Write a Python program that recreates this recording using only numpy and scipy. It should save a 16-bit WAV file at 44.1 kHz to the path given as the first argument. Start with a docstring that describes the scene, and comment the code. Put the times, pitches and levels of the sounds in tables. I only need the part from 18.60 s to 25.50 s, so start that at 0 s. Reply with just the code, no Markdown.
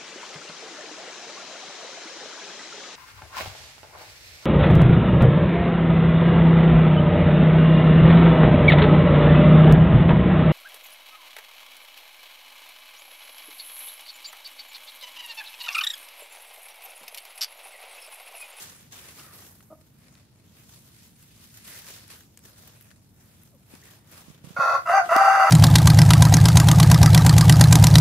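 """A yard by a log fence, under a far outdoor rumble. Hens scratch in dry leaves and twigs, each stroke
a swarm of tiny cracks; one hen clucks and murmurs softly. The hand-held microphone is bumped a few
times, and a rooster close by crows: one hoarse syllable, then two in which a clear pitch rises through
the rasp. His membranes slap irregularly for the rasp, and one tightens for the clear pitch;
windpipe and beak colour the crow, and fence and sheds echo it."""
import sys
import numpy as np
from scipy import signal
from scipy.io import wavfile

SR = 44100
rng = np.random.default_rng(int(sys.argv[2]) if len(sys.argv) > 2 else 0)


def dump_mix(stems):
    """Bounce the given channels to the path in sys.argv[1] as a 16-bit WAV at rate SR."""
    frames = np.atleast_2d(stems).T  # one column per channel
    limited = np.clip(frames, -1, 1)  # hard clip at full scale
    pcm = np.round(limited * 32767).astype(np.int16)
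    wavfile.write(sys.argv[1], SR, pcm)


N = 304290

# The crow's syllables. Each row: start, push and end in seconds, rasp level in dB, change by the end
# in dB, then the slack membrane's first pitch in Hz, held pitch in Hz and level in dB.
SYLLABLES = [(5.961, 6.013, 6.155, -20, -1, 724, 673, -29), (6.254, 6.298, 6.385, -23, -5, 684, 631, -25.5),
             (6.487, 6.524, 6.95, -21, -1.5, 635.8, 652, -22.5)]
START_DB, LEAD_IN_DB, RELEASE_DB = -29, -4.5, -27   # stages of a syllable, against full strength
PUSH_S = 0.017   # from lead-in to full strength
STAMP_DB_PER_S = 1197   # attack of a stroke that sets in at once


def rasp():
    """The rooster's membranes slap irregularly; the pulses ring his windpipe and beak."""
    # Throat resonances, neck bent and neck stretched. Each row: centre in Hz, width in Hz, level in dB.
    neck_bent = [(514, 97, -9.5), (710, 300, -12), (1106, 157, -2.5), (1374, 72, 6), (1730, 360, -25),
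                 (2010, 350, -26), (2556, 174, -22), (3590, 730, -36), (4570, 620, -30), (5450, 230, -34.5),
                 (6050, 1200, -35.5), (11500, 6200, -48)]
    neck_stretched = [(666, 49, -3), (980, 180, -12.5), (1280, 293, -2), (1846, 54, -14), (1972, 143, -12),
                      (2733, 244, -21), (3520, 590, -37), (4860, 750, -34), (6170, 610, -33.5),
                      (7370, 700, -38), (10140, 2700, -40), (13200, 2400, -48)]
    pulses = grains(1400, spread_db=-1.0)[0, 0] * from_db(0.69 * drift(52))
    out, first = np.zeros(N), int(SYLLABLES[0][0] * SR) - SR // 10
    for syllable, throat in zip(SYLLABLES, (neck_bent, neck_stretched, neck_stretched)):
        curve = effort(*syllable[:5])
        envelope = from_db(in_time(curve)[0]) * gate(curve)
        # each resonance acts twice, which leaves dark valleys between them
        rung = sum((-1) ** k * from_db(db) * steep_resonance(pulses[first:], hz, width_hz)
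                   for k, (hz, width_hz, db) in enumerate(throat))
        out[first:] += envelope[first:] * rms_one(rung)
    return out


def clear_voice():
    """One membrane tightens to a clear pitch in the last two syllables."""
    # Each row: slack pitch in Hz, accent at the push in dB, held level in dB, swell in dB per second,
    # moment of slackening in seconds.
    notes = [(691, -22, -27.5, 155, 6.383), (664, -16, -25, -4.5, 6.95)]
    # Each row: multiple of the pitch, level in dB. Alternating strong and weak cycles give the halves.
    partials = [(1, 4), (1.5, -9), (2, -6), (2.5, -14.5), (3, -20.5), (3.5, -23), (6, -22), (7, -31),
                (8, -24)]
    voice = sum(voiced(tightening(*syllable[:2], *note), partials,
                       wobble=.011, flutter_db=3.0, slack_db=56, waver=.011)
                for syllable, note in zip(SYLLABLES[1:], notes))
    windpipe = from_db(3) * resonance(voice, hz=1393, width_hz=92)   # lifts the overtone that passes it
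    return voice + windpipe


def slack_buzz():
    """The other membrane stays slack and buzzes unsteadily below the clear pitch."""
    # Each row: multiple of the pitch, level in dB.
    partials = [(1, -9), (2, -1.5), (3, -19)]
    out = 0
    for start, push, end, _, change_db, first_hz, held_hz, db in SYLLABLES:
        curve = [(s, np.interp(s, [start, push], [first_hz, held_hz]), level_db)
                 for s, level_db in effort(start, push, end, db, change_db)]
        out = out + voiced(curve, partials, wobble=.022, flutter_db=4.0, waver=0.0117)
    return out


def effort(start, push, end, db, change_db):
    """Level curve of a syllable: it opens quickly to a soft lead-in, is pushed, held and released."""
    last_db = db + change_db
    return [(start, db + START_DB), (start + 0.0052, db - 7.5),
            (push - PUSH_S, db + LEAD_IN_DB), (push, db), (end, last_db),
            (end + PUSH_S, last_db + LEAD_IN_DB), (end + .06, last_db + RELEASE_DB)]


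def tightening(start, push, slack_hz, accent_db, held_db, swell_db_per_s, slackens):
    """Pitch and level curve of the clear voice: accent on the slack pitch, rise, hold, drop."""
    taut_hz, tighten_s, slacken_s = 784.4, .03, 0.0277
    taut = push + tighten_s
    last_db = held_db + swell_db_per_s * (slackens - taut)
    return [(start, slack_hz, accent_db + START_DB),
            (push - PUSH_S, slack_hz, accent_db - 18.5),
            (push, slack_hz, accent_db),
            (push + tighten_s / 2, (slack_hz + taut_hz) / 2, held_db - 6),   # dips midway up
            (taut, taut_hz, held_db),
            (slackens, taut_hz, last_db),
            (slackens + slacken_s / 2, taut_hz - 25, last_db + LEAD_IN_DB),
            (slackens + slacken_s, slack_hz, last_db + 2 * LEAD_IN_DB),
            (slackens + 2 * slacken_s, slack_hz, last_db + RELEASE_DB)]


def yard(x):
    """Direct sound plus quick echoes off fence and sheds, one part centred, one opposed left to right."""
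    t, t60_s = np.arange(SR // 5) / SR, 0.22
    scatter = rng.standard_normal((2, len(t))) * from_db(-60 * t / t60_s) * (t > .004)
    scatter /= np.sqrt(np.sum(scatter ** 2, axis=1, keepdims=True))
    centre, sides = signal.fftconvolve(x[None], scatter, axes=1)[:, :N]
    sides = signal.lfilter(*signal.butter(1, 1900, "high", fs=SR), sides)
    return x + from_db(-6) * centre + from_db(-1) * sides * [[1], [-1]]


def hen():
    """A cluck, its after-note and a falling murmur: short voiced notes that swell and fade."""
    # Each row: start and length in seconds, first and last pitch in Hz, peak level in dB.
    notes = [(1.101, 0.048, 313, 312, -45), (1.163, 0.051, 314, 316, -62.5), (4.923, 0.054, 341, 220, -64)]
    # Each row: multiple of the pitch, level in dB.
    partials = [(1, -8.5), (2, 0), (3, -19), (4, -10.5)]
    out, peak_share = 0, 0.56
    for s, length_s, first_hz, last_hz, db in notes:
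        curve = [(s, first_hz, db - 7),
                 (s + peak_share * length_s, first_hz + peak_share * (last_hz - first_hz), db),
                 (s + length_s, last_hz, db - 10.5)]
        out = out + voiced(curve, partials, wobble=0.0375, flutter_db=3.5)
    return out


def leaves():
    """Thousands of tiny cracks a second merge into a rustle under each stroke of a foot."""
    # Tone of dry leaves. Each row: frequency in Hz, relative level in dB.
    spectrum = [(300, 7.5), (652, 7.5), (953, 3), (1200, 5.5), (2400, 3), (4140, 1), (7000, 0), (12500, -3),
                (15500, 0)]
    # Shifting colour of the rustle. Each row: time in seconds, treble lift in dB per octave,
    # bass lift in dB per two octaves.
    colour = [(0, 1, -4.5), (.6, 1, -3.5), (1, 5.5, 0), (1.6, -0.5, -1), (2.1, 2, -5), (2.8, 1.5, -8.5),
              (3.4, 1, -5), (3.7, 2, -4.5), (4.1, 1.5, -2), (4.8, 3.5, -1.5), (5.2, 1, -2), (5.9, -0.5, 0)]
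    crisp_db, weight_db = in_time(colour)
    # whole leaves give way in short crunches
    collapses, crunch_s = np.abs(grains(70, spread_db=3.5)[:, :1]), .005
    crunch = signal.lfilter([1], [1, -np.exp(-1 / (crunch_s * SR))], collapses)
    crackle = grains(2000, spread_db=1.5) + 0.79 * rng.standard_normal((2, 2, N))
    crackle *= rms_one(1 + from_db(-7.5) * rms_one(crunch))
    rustle = bands(crackle, spectrum, patchy_db=1.3, low_db=weight_db, high_db=crisp_db)
    # the crispest leaves break with lone bright ticks on a fine sizzle, nearer the right
    leaf_breaks, stalk_breaks = grains(45, spread_db=1.0)[0]
    sizzle = leaf_breaks + 1.5 * rng.standard_normal((2, N))
    ticks = from_db(-9.5 + 3.4 * crisp_db) * steep_resonance(sizzle, hz=12300, width_hz=3200)
    stalks = from_db(-13.0) * steep_resonance(stalk_breaks, hz=1640, width_hz=4200)
    return from_db(scratching_db() + 3) * (rustle + ticks * from_db([[-2], [2]]) + stalks)


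def scratching_db():
    """Envelope of the rustle: the powers of all foot strokes add over a faint steady floor."""
    # Strokes that dig in, and strokes that begin with a stamp.
    # Each row: time of the peak in seconds, drag in seconds, level in dB.
    strokes = [(0, 0.013, -46.5), (.1, .12, -60.5), (.59, 0.016, -52.5), (.74, 0.11, -57.5),
               (1.42, 0.19, -68), (1.86, 0.089, -70), (1.97, 0.078, -63.5), (2.12, 0.035, -60),
               (2.25, 0.14, -64), (2.43, 0.054, -63.5), (2.6, 0.26, -63.5), (2.82, 0.027, -61),
               (2.958, 0.0097, -56), (3.085, 0.09, -49.5), (3.27, 0.071, -50.5), (3.42, 0.0075, -59),
               (3.55, 0.029, -73), (3.858, 0.032, -60), (3.99, 0.1, -60.5), (4.15, 0.13, -67),
               (5.12, 0.044, -60), (5.27, 0.052, -59), (5.53, 0.05, -56.5), (5.65, 0.062, -62),
               (6.46, 0.13, -52)]
    stamps = [(.325, 0.19, -53), (3.504, 0.01, -52), (4.6, .25, -68.5), (5.845, 1.1, -59)]
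    t, still_db = np.arange(0, N / SR, .001), -73
    power = from_db(2 * still_db)
    for rows, dig_db_per_s in ((strokes, 224), (stamps, STAMP_DB_PER_S)):
        power = power + sum(from_db(2 * stroke_db(t, *row, dig_db_per_s)) for row in rows)
    return in_time(np.transpose([t, 10 * np.log10(power)]))[0]


def stroke_db(t, peak_s, drag_s, db, dig_db_per_s):
    """Envelope of one stroke: the foot digs in, the level sags during the drag, the litter settles."""
    since = t - peak_s
    dig_db = dig_db_per_s * np.maximum(-since, 0)
    sag_db = 8 * np.clip(since, 0, min(drag_s, .3))
    settle_db = 110 * np.maximum(since - drag_s, 0)
    return db - (dig_db + sag_db + settle_db)


def twigs():
    """Dragged twigs rattle: uneven knocks ring a broad, hollow mode of the wood."""
    # Each row: time of the peak in seconds, drag in seconds, level in dB, ring in Hz.
    drags = [(.585, 0.13, -57, 1230), (.59, 0.22, -64, 1900), (3.08, 0.081, -58, 2000),
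             (5.22, 0.06, -63, 1860)]
    knocks, t = grains(440, spread_db=-0.5)[0, 0], np.arange(N) / SR
    return sum(rms_one(steep_resonance(knocks, hz, width_hz=280))
               * from_db(stroke_db(t, s, drag_s, db, STAMP_DB_PER_S)) for s, drag_s, db, hz in drags)


def snaps():
    """Single leaves and twigs break with a short, dry ring."""
    # Each row: start in seconds, peak in dB, ring in Hz, left over right in dB.
    breaks = [(.596, -38, 1520, 0), (1.006, -45.5, 1290, 8), (1.552, -45, 3700, 0), (2.626, -43, 12230, 0),
              (3.479, -40, 9300, 0), (3.5035, -38, 1740, 2), (3.774, -35, 7160, 7.5),
              (3.791, -40, 9950, 1.5), (4.075, -37.5, 12500, 8), (4.21, -40, 12800, 13),
              (4.224, -45, 12500, -10), (4.305, -50, 2660, 6), (4.313, -48.5, 1740, 20),
              (4.834, -41, 11700, 9), (4.949, -48, 12000, 2), (5.5155, -38, 12000, 0)]
    return strikes(breaks, puff_s=0.0025, cycles=3.3)


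def microphone_bumps():
    """A soft push rings the microphone body for a cycle or two, mostly on one side."""
    # Each row: start in seconds, peak in dB, ring in Hz, left over right in dB.
    bumps = [(5.137, -45, 222, 21.5), (5.682, -46, 168, -19), (5.701, -46.5, 150, -22),
             (5.842, -41, 142, -18), (5.871, -39.5, 150, -13), (5.906, -46.5, 154, -28),
             (5.988, -34.5, 156, -15), (6.562, -24, 281, -18)]
    out, push = np.zeros((2, N)), signal.unit_impulse(SR // 10)
    for s, db, hz, pan_db in bumps:
        place(out, steep_resonance(push, hz, 0.72 * hz), s, db, pan_db)
    # the hardest bump also ticks sharply
    return out + strikes([(6.5643, -11.5, 4000, -8)], puff_s=0.0003, cycles=1.0)


def rumble():
    """Far traffic and breeze blur into a low, steady noise."""
    # Each row: frequency in Hz, relative level in dB.
    spectrum = [(30, -35), (43, -8), (102, 3), (191, 0), (260, -7), (468, -18.5), (937, -24), (1560, -50)]
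    return from_db(-56.5) * rms_one(bands(rng.standard_normal((2, 2, N)), spectrum, patchy_db=-0.46))


def voiced(curve, partials, wobble, flutter_db, slack_db=0, waver=0):
    """Fluttering partials on a pitch that wobbles fast and wavers slowly, both as shares of the pitch."""
    out = gate(curve)
    on = out > 0
    hz, db = np.array(in_time(curve))[:, on]
    dulling_db = slack_db * (1 - hz / hz.max())   # overtones fade while the pitch is slack
    unsteady_hz = hz * (1 + wobble * drift(185)[on] + waver * drift(12.1)[on])
    phase = 2 * np.pi * np.cumsum(unsteady_hz) / SR
    tone = sum(from_db(level_db + flutter_db * drift(106)[on] - dulling_db * max(k - 2, 0))
               * np.sin(k * phase + k * k) for k, level_db in partials)
    out[on] *= np.sqrt(2) * from_db(db) * tone
    return out


def strikes(events, puff_s, cycles):
    """Each strike is a dying puff of noise that sounds a broad ring and a woody crack."""
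    out, t = np.zeros((2, N)), np.arange(SR // 10) / SR
    for s, db, hz, pan_db in events:
        puff = rng.standard_normal(len(t)) * np.exp(-t / puff_s)
        crack = 0.58 * resonance(puff, hz=2100, width_hz=2000)
        place(out, resonance(puff, hz, hz / cycles) + crack, s, db, pan_db)
    return out


def place(out, hit, s, peak_db, pan_db):
    """Scale a hit to its peak, pan it and mix it in."""
    i = round(s * SR)
    gains = from_db(peak_db + np.array([[.5], [-.5]]) * pan_db)
    out[:, i:i + len(hit)] += gains * hit / np.abs(hit).max()


def bands(source, spectrum, patchy_db, low_db=0, high_db=0):
    """Half-octave bands, each with its own level, flicker and width; lows and highs tilt about 4 kHz."""
    # Stereo image. Each row: frequency in Hz, likeness of left and right from -1 to 1.
    likeness = [(60, 0.98), (240, 0.8), (950, 0.39), (3770, 0.02), (15000, -0.42)]
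    out, together, edges = 0, drift(9), 30 * 2 ** np.arange(0, 9.1, .5)
    for k, (low, high) in enumerate(zip(edges, np.minimum(edges[1:], .36 * SR))):
        hz = np.sqrt(low * high)
        if hz > 1.3 * spectrum[-1][0] or hz < spectrum[0][0] / 1.3:
            continue
        bandpass = signal.butter(2, [low, high], "band", fs=SR, output="sos")
        mid, side = signal.sosfilt(bandpass, source[k % 2])
        alike = np.clip(at_hz(likeness, hz), -1, 1)
        octaves = np.log2(hz / 4000)
        lift_db = high_db * np.clip(octaves, 0, 1.5) + low_db * np.clip(-octaves / 2, 0, 1.5)
        flicker_db = patchy_db * (0.1 * together + drift(6.4))
        gain = from_db(at_hz(spectrum, hz) + lift_db + flicker_db)
        out = out + gain * (np.sqrt(1 + alike) * mid + np.sqrt(1 - alike) * side * [[1], [-1]])
    return out


def grains(per_s, spread_db):
    """Random clicks of uneven size: two pairs of unrelated streams."""
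    sizes = from_db(spread_db * np.minimum(rng.exponential(1, (4, N)), 5)) * rng.choice([-1, 1], (4, N))
    clicks = sizes * (rng.random((4, N)) < per_s / SR)
    return rms_one(clicks).reshape(2, 2, N)


def drift(rate_hz):
    """Smooth random wander with a spread of about 1."""
    r = np.exp(-40 * np.pi * rate_hz / SR)
    slow = signal.lfilter([1], [1, -2 * r, r * r], rng.standard_normal(N // 20 + 4002))[4000:]
    return np.interp(np.arange(N) / 20, np.arange(len(slow)), rms_one(slow))


def resonance(x, hz, width_hz):
    """Two-pole peak with gain 1 on top."""
    r = np.exp(-np.pi * width_hz / SR)
    poles = [1, -2 * r * np.cos(2 * np.pi * hz / SR), r * r]
    return signal.lfilter([(1 - r * r) / 2, 0, (r * r - 1) / 2], poles, x + 1e-18)


def steep_resonance(x, hz, width_hz):
    """A resonance applied twice for steep flanks."""
    return resonance(resonance(x, hz, width_hz), hz, width_hz)


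def in_time(curve):
    """Values of a curve at every sample; its rows begin with a time in seconds."""
    s, *columns = np.transpose(curve)
    return [np.interp(np.arange(N) / SR, s, column) for column in columns]


def gate(curve):
    """Open while a curve lasts, with 4 ms fades."""
    t = np.arange(N) / SR
    return np.clip(np.minimum(t - curve[0][0], curve[-1][0] + .01 - t) / .004, 0, 1)


def at_hz(points, hz):
    """Read a table on a log frequency axis."""
    frequencies, values = np.transpose(points)
    return np.interp(np.log(hz), np.log(np.maximum(frequencies, 1)), values)


def from_db(db):
    """Decibels to gain."""
    return 10 ** (np.asarray(db) / 20)


def rms_one(x):
    """Scale to rms 1."""
    return x / np.sqrt(np.mean(x ** 2) + 1e-20)


def scene():
    """The crow and its echoes over the hens, the bumps and the rumble, in stereo."""
    crow = rasp() + clear_voice() + slack_buzz()
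    # the small windpipe radiates little below its lowest resonance
    crow = signal.sosfilt(signal.butter(4, 480, "high", fs=SR, output="sos"), crow)
    rooster = yard(crow) * from_db([[-.3], [.3]])
    return rooster + hen() + snaps() + microphone_bumps() + leaves() + twigs() + rumble()


def record(dry):
    """A steep low-pass cuts the very top."""
    cutoff_hz = 15725
    return signal.sosfilt(signal.ellip(16, .5, 95, cutoff_hz, fs=SR, output="sos"), dry)


dry = scene()
out = record(dry)
dump_mix(out)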